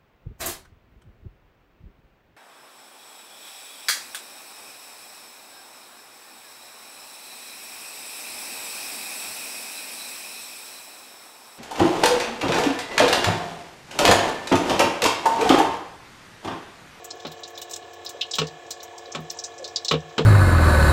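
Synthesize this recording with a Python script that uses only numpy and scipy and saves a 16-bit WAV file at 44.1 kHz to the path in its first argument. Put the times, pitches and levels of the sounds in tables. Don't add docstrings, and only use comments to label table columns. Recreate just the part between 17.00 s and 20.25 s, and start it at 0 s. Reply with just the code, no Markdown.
import sys
import numpy as np
from scipy import signal
from scipy.fft import rfft, irfft, next_fast_len
from scipy.io import wavfile
from scipy.ndimage import uniform_filter1d, map_coordinates

SR = 44100
rng = np.random.default_rng(int(sys.argv[2]) if len(sys.argv) > 2 else 0)


def gain_from_db(level_db):
    decades = np.asarray(level_db, float) / 20
    return 10 ** decades


def inscribe(sig):
    pcm = np.round(np.clip(np.atleast_2d(sig).T, -1, 1) * 32767)
    wavfile.write(sys.argv[1], SR, pcm.astype(np.int16))


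N = 143325


def unit(x):
    return x / np.sqrt(np.mean(x ** 2, -1, keepdims=True) + 1e-20)


def along(points, hz):
    f, v = np.transpose(points)
    return np.interp(np.log(hz + 1), np.log(f + 1), v)


def wobble(rate, count, size):
    knots = rng.standard_normal((count, int(size * rate / SR) + 4))
    position = np.arange(size) * rate / SR
    return np.array([map_coordinates(k, [position], order=1) for k in knots])


def tinted(gain, count, size):
    spectrum = rfft(rng.standard_normal((count, size)))
    return unit(irfft(spectrum * gain(np.fft.rfftfreq(size, 1 / SR)), size))


def place(times, rows):
    start = np.round(np.asarray(times) * SR).astype(int)[:, None]
    at = start + np.arange(rows.shape[1])
    return np.bincount(at.ravel(), rows.ravel(), N + SR)[:N]


def burst(t, t60):
    rise_s, hold_s = 0.0004, 0.0055
    return (1 - np.exp(-t / rise_s)) * gain_from_db(-60 * np.maximum(t - hold_s, 0) / t60)


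def hiss():
    # (frequency [Hz], relative density [dB])
    hiss_colour = [(25, -50), (55, -13), (85, -6), (130, -9.5), (220, -21.5), (300, -6), (450, -0.5),
                   (800, -4.5), (1270, -10.5), (1900, -15.5), (2970, -13), (3800, -13), (4530, -21),
                   (5590, -18), (7900, -20.5), (9300, -43), (12000, -38.5), (15600, -37)]
    level_db, patchy_db = -48, 1.5
    noise = tinted(lambda f: gain_from_db(along(hiss_colour, f)), count=1, size=N + 1024)[0]
    z = signal.stft(noise, nperseg=512)[2]
    patches = uniform_filter1d(rng.standard_normal(z.shape), 6, 0)
    patches = uniform_filter1d(patches, 8, 1)
    patchy = signal.istft(z * gain_from_db(patchy_db * patches / patches.std()), nperseg=512)[1][:N]
    return gain_from_db(level_db) * unit(patchy)


def rumble():
    # (frequency [Hz], mean peak level [dB])
    low_tones = [(72, -69), (91.5, -63), (102.5, -79)]
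    hz, db = np.transpose(low_tones)[..., None]
    level = gain_from_db(db + 1.8 * wobble(4, count=len(hz), size=N))
    return (level * np.sin(2 * np.pi * hz * np.arange(N) / SR)).sum(0)


def motor():
    # (multiple of shaft speed, level over level_db [dB])
    orders = [(8, -15.5), (10, -0.5), (11, -15.5), (13, 2.5), (16, -3.5), (19, -48), (20, 3.5), (21, 3),
              (23, -10), (28, -13.5), (31, -4.5), (32, -4), (48, -11.5), (49, -1.5), (50, -6.5), (51, -9.5),
              (62, -11.5), (65, -19.5), (68, -13.5), (69, -19.5), (70, -9.5), (85, -12), (93, -8.5),
              (97, -14), (113, -11.5)]
    shaft_hz, start_s, level_db = 34.953, -0.0035, -55
    waver_db, spread_s = 0.7, 0.004
    order, db = np.transpose(orders)[..., None]
    turns = shaft_hz * (np.arange(N) / SR - start_s)
    lag = spread_s * shaft_hz * (order - 49.5) ** 2 / 60
    level = gain_from_db(level_db + db + waver_db * wobble(5, count=len(order), size=N))
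    return np.sqrt(2) * (level * np.cos(2 * np.pi * (order * turns + lag))).sum(0)


def blips():
    # (time [s], level [dB], centre [Hz], length [s])
    blip_list = [(1.147, -42.5, 506, 0.075), (1.929, -48, 954, 0.088), (2.052, -43, 555, 0.068),
                 (2.347, -49, 910, 0.046), (2.595, -39.5, 525, 0.12)]
    s, db, hz, length = np.transpose(blip_list)[..., None]
    progress = np.clip(np.arange(8192) / SR / length, 0, 1)
    tone = tinted(lambda f: 1 / (1 + ((f - hz) / 75) ** 2), count=len(s), size=8192)
    return place(s[:, 0], gain_from_db(db) * tone * np.sin(np.pi * progress ** 0.33))


def spits():
    # (time [s], level before trim_db [dB])
    puffs = [(0.043, -35), (0.152, -56), (0.1983, -56), (0.2675, -47), (0.316, -41), (0.4019, -54),
             (0.4777, -49), (0.501, -46), (0.578, -40), (0.6145, -32.5), (0.697, -44), (0.7108, -36),
             (0.7356, -44), (0.759, -38.5), (0.9342, -47.5), (1.049, -39), (1.091, -34), (1.212, -45),
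             (1.3358, -46), (1.3517, -33.5), (1.385, -35.5), (1.47, -51), (1.705, -33), (1.8298, -35),
             (1.9823, -51), (2.1499, -52), (2.203, -47), (2.309, -36), (2.3889, -52), (2.4393, -50),
             (2.6423, -54), (2.6777, -52), (2.7595, -52), (2.846, -42.5), (2.8838, -53), (2.913, -40),
             (3.1816, -49)]
    # (frequency [Hz], relative gain [dB])
    spray_colour = [(3000, -7), (8000, -16), (9500, -9.5), (11000, -9.5), (12000, -1), (13500, -9.5),
                    (15800, 1.5)]
    trim_db, t60_s = -3, 0.068
    s, db = np.transpose(puffs)[..., None]
    t = np.arange(8192) / SR
    spray = tinted(lambda f: gain_from_db(along(spray_colour, f)), count=len(s), size=len(t))
    return place(s[:, 0], gain_from_db(db + trim_db) * spray * burst(t, t60_s))


def knocks():
    # (time [s], strength [dB], sharpness [0-1], extra boom [dB], extra hollow ring [dB])
    jolts = [(0.2493, -23, 0.16, -8, -12), (1.3847, -20, 0.96, 4.5, -5.5), (1.416, -20, 0.23, -42, 3),
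             (2.149, -19.5, 0.35, -7.5, -18), (2.186, -26.5, 0, -0.5, -6), (2.9116, -12.5, 0.6, 1, -5),
             (2.938, -16.5, 0.14, -12.5, 3.5), (3.1807, -12.5, 0.26, -1.5, -6.5), (3.192, -13, 0.1, -32, 2)]
    # (frequency [Hz], level [dB], t60 [s])
    modes = [(76.5, -18.5, .28), (83, -18.5, .28), (152, -7, .3), (160.7, -7, .31), (239.6, -12.5, .15),
             (289, -15, 0.106), (446, -3.5, 0.16), (489.7, -4.5, 0.15), (559, -10, 0.12), (966, -6, 0.068),
             (1110, -3.5, 0.11), (1293, 0, 0.06), (1418, -13.5, 0.14), (1790, -19, 0.24),
             (2350, -10.5, 0.12)]
    # (frequency [Hz], relative gain [dB])
    thud_colour = [(100, -6), (200, -2), (500, -1.5), (1300, 2.5), (1800, -4), (3000, 3), (5000, -13),
                   (8000, -43)]
    boom_hz, soft_hz = 200, 650
    rise_cycles, scatter_db = 0.5, 1
    thud_db, thud_t60_s, thud_rise_s = -6.5, 0.12, 0.00083
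    s, db, sharp, boom_db, hollow_db = np.transpose(jolts)[..., None]
    t = np.arange(SR // 2) / SR

    def strike(f):
        blunt = 1 / (1 + (f / soft_hz) ** 4)
        extra_db = boom_db * (f < boom_hz) + hollow_db * (f > 400) * (f < 520)
        return (sharp + (1 - sharp) * blunt) * gain_from_db(extra_db)

    jitter = scatter_db * rng.standard_normal((len(s), len(modes)))
    ring = 0
    for k, (hz, mode_db, t60) in enumerate(modes):
        sign = (-1) ** (k * (hz < boom_hz))
        fall = gain_from_db(mode_db + jitter[:, [k]] - 60 * t / t60)
        swell = 1 - np.exp(-t * hz / rise_cycles)
        ring = ring + sign * strike(hz) * fall * swell * np.sin(2 * np.pi * hz * t)
    thud = tinted(lambda f: strike(f) * gain_from_db(along(thud_colour, f)), count=len(s), size=len(t))
    lumps_db = 2.1 * wobble(120, count=len(s), size=len(t))
    thud = thud * gain_from_db(thud_db - 60 * t / thud_t60_s + lumps_db) * (1 - np.exp(-t / thud_rise_s))
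    return place(s[:, 0], gain_from_db(db) * (ring + thud))


def pops(table):
    # (frequency [Hz], width [Hz], level [dB])
    bowl_modes = [(2650, 39, -2), (2937, 50, 10.5), (3280, 25, -2), (3620, 340, 6.5), (3923, 73, 13),
                  (4240, 50, 9), (5014, 84, 5.5), (5200, 160, -3), (5710, 790, 0), (7020, 830, -1.5),
                  (7970, 110, -5)]
    # (mean delay [s], mean level over the sputter [dB])
    slap_list = [(0, 14), (.0024, 18), (.0051, 16)]
    trim_db, below_db_per_oct = -14, 32
    snap_db, snap_width_hz = 7, 130
    t60_s, tail_db, tail_t60_s = 0.066, -14, 0.21
    lumpy_db, grainy_db = 2, 3
    s, db, hz, fall_db = np.transpose(table)[..., None]
    t = np.arange(8192) / SR - 0.004
    f = np.fft.rfftfreq(8192, 1 / SR)

    def resonance(centre, width):
        return 1j * f * width / (centre * centre - f * f + 1j * f * width)

    share = gain_from_db(rng.normal(0, 3, (len(s), len(bowl_modes))))
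    bowl = 1 + gain_from_db(snap_db) * resonance(hz, snap_width_hz)
    for k, (centre, width, gain_db) in enumerate(bowl_modes):
        bowl = bowl + share[:, [k]] * gain_from_db(gain_db) * resonance(centre, width)
    octs = np.log2((f + 1) / hz)
    below_db = below_db_per_oct * (octs + 0.22)
    above_db = -fall_db * np.maximum(octs - 0.15, 0)
    tilt_db = np.where(octs < -0.15, below_db, above_db)
    colour = bowl * gain_from_db(tilt_db) / (1 + (f / 8400) ** 24)

    lumps_db = lumpy_db * wobble(150, count=len(s), size=len(t))
    grain_db = grainy_db * wobble(1500, count=len(s), size=len(t))
    late = np.maximum(t, 0)
    envelope = unit(gain_from_db(lumps_db + grain_db)) * burst(late, t60_s)
    envelope = envelope + gain_from_db(tail_db) * burst(late, tail_t60_s)
    cracks = envelope * rng.standard_normal(envelope.shape)
    scatter = rng.standard_normal((len(s), len(slap_list), 2))
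    for k, (lag, slap_db) in enumerate(slap_list):
        delay = lag * (1 + 0.18 * scatter[:, k, 0])
        at = np.round(SR * (delay - t[0])).astype(int)
        cracks[np.arange(len(s)), at] += gain_from_db(slap_db + 2 * scatter[:, k, 1])
    response = unit(np.abs(colour)) * np.exp(1j * np.angle(colour))
    body = irfft(rfft(cracks) * response, len(t))
    return place(s[:, 0] + t[0], gain_from_db(db + trim_db) * body)


def small_pops():
    per_s, floor_db = 11, -43.5
    u = rng.random((round(per_s * N / SR), 3))
    time_s = 0.014 + u[:, 0] * N / SR
    level_db = floor_db - 2.5 * np.log(u[:, 1])
    bright_hz = 3500 * 2 ** u[:, 2]
    return pops(np.transpose([time_s, level_db, bright_hz, np.full(len(u), 25)]))


def loud_pops():
    # (time [s], level before the trim in pops() [dB], brightest pitch [Hz], fall above it [dB/octave])
    seeds = [(0.0448, -27, 7830, 7), (0.1056, -23, 5250, 9), (0.1983, -32, 3550, 3),
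             (0.2498, -24, 3560, 22), (0.2674, -26, 4600, 18), (0.3173, -31, 3860, -3),
             (0.4345, -21, 4300, 15), (0.4773, -33.5, 6960, 3), (0.5763, -24, 3900, 5),
             (0.6161, -22.5, 3740, -6.5), (0.696, -31.5, 3870, -5), (0.71, -23.5, 5050, -14),
             (0.7343, -20.5, 3720, -9.5), (0.7598, -25, 3900, -10), (0.932, -36.5, 5730, 6),
             (1.0478, -29.5, 4040, -5), (1.0623, -18, 4740, 37), (1.0915, -24, 4180, -9),
             (1.2109, -6.5, 3200, 20), (1.3115, -17.5, 5250, 8), (1.3361, -10, 3770, 15),
             (1.353, -19.5, 3250, -2), (1.3846, -6.5, 3280, 6.5), (1.4162, -17.5, 2800, 13),
             (1.469, -25, 4570, 11), (1.7075, -16, 4880, -6), (1.8024, -30.5, 4450, 14),
             (1.83, -28, 6600, 9), (1.9792, -30.5, 5400, -1), (2.119, -24.5, 6300, 40),
             (2.1485, -19.5, 3930, 4), (2.2997, -19, 5320, 6), (2.3703, -35.5, 7350, 10),
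             (2.388, -18.5, 5600, 28), (2.4384, -16.5, 5960, 13), (2.58, -30, 5950, 5),
             (2.6428, -18, 4320, 15), (2.6768, -24, 5300, 17), (2.7598, -9.5, 4580, 21),
             (2.8476, -14.5, 4320, 7.5), (2.8823, -9.5, 4040, 10.5), (2.9112, -8, 3310, 11.5),
             (2.9381, -15.5, 3060, 21), (3.1809, -11, 3180, 11)]
    return pops(seeds)


def scene():
    background = hiss() + rumble() + motor() + blips()
    return (background + spits() + knocks() + small_pops() + loud_pops())[None]


def top_cut(x):
    return signal.sosfilt(signal.butter(12, 17030, fs=SR, output="sos"), x)


def record(dry):
    low_hz, top_hz = 63, 15900
    size = next_fast_len(N + SR // 2)
    hz = np.fft.rfftfreq(size, 1 / SR)
    high_pass = (1j * hz / (low_hz + 1j * hz)) ** 2
    mix = irfft(rfft(dry, size) * (hz < top_hz) * high_pass, size)[:, :N]
    return top_cut(mix)


dry = scene()
out = record(dry)
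inscribe(out)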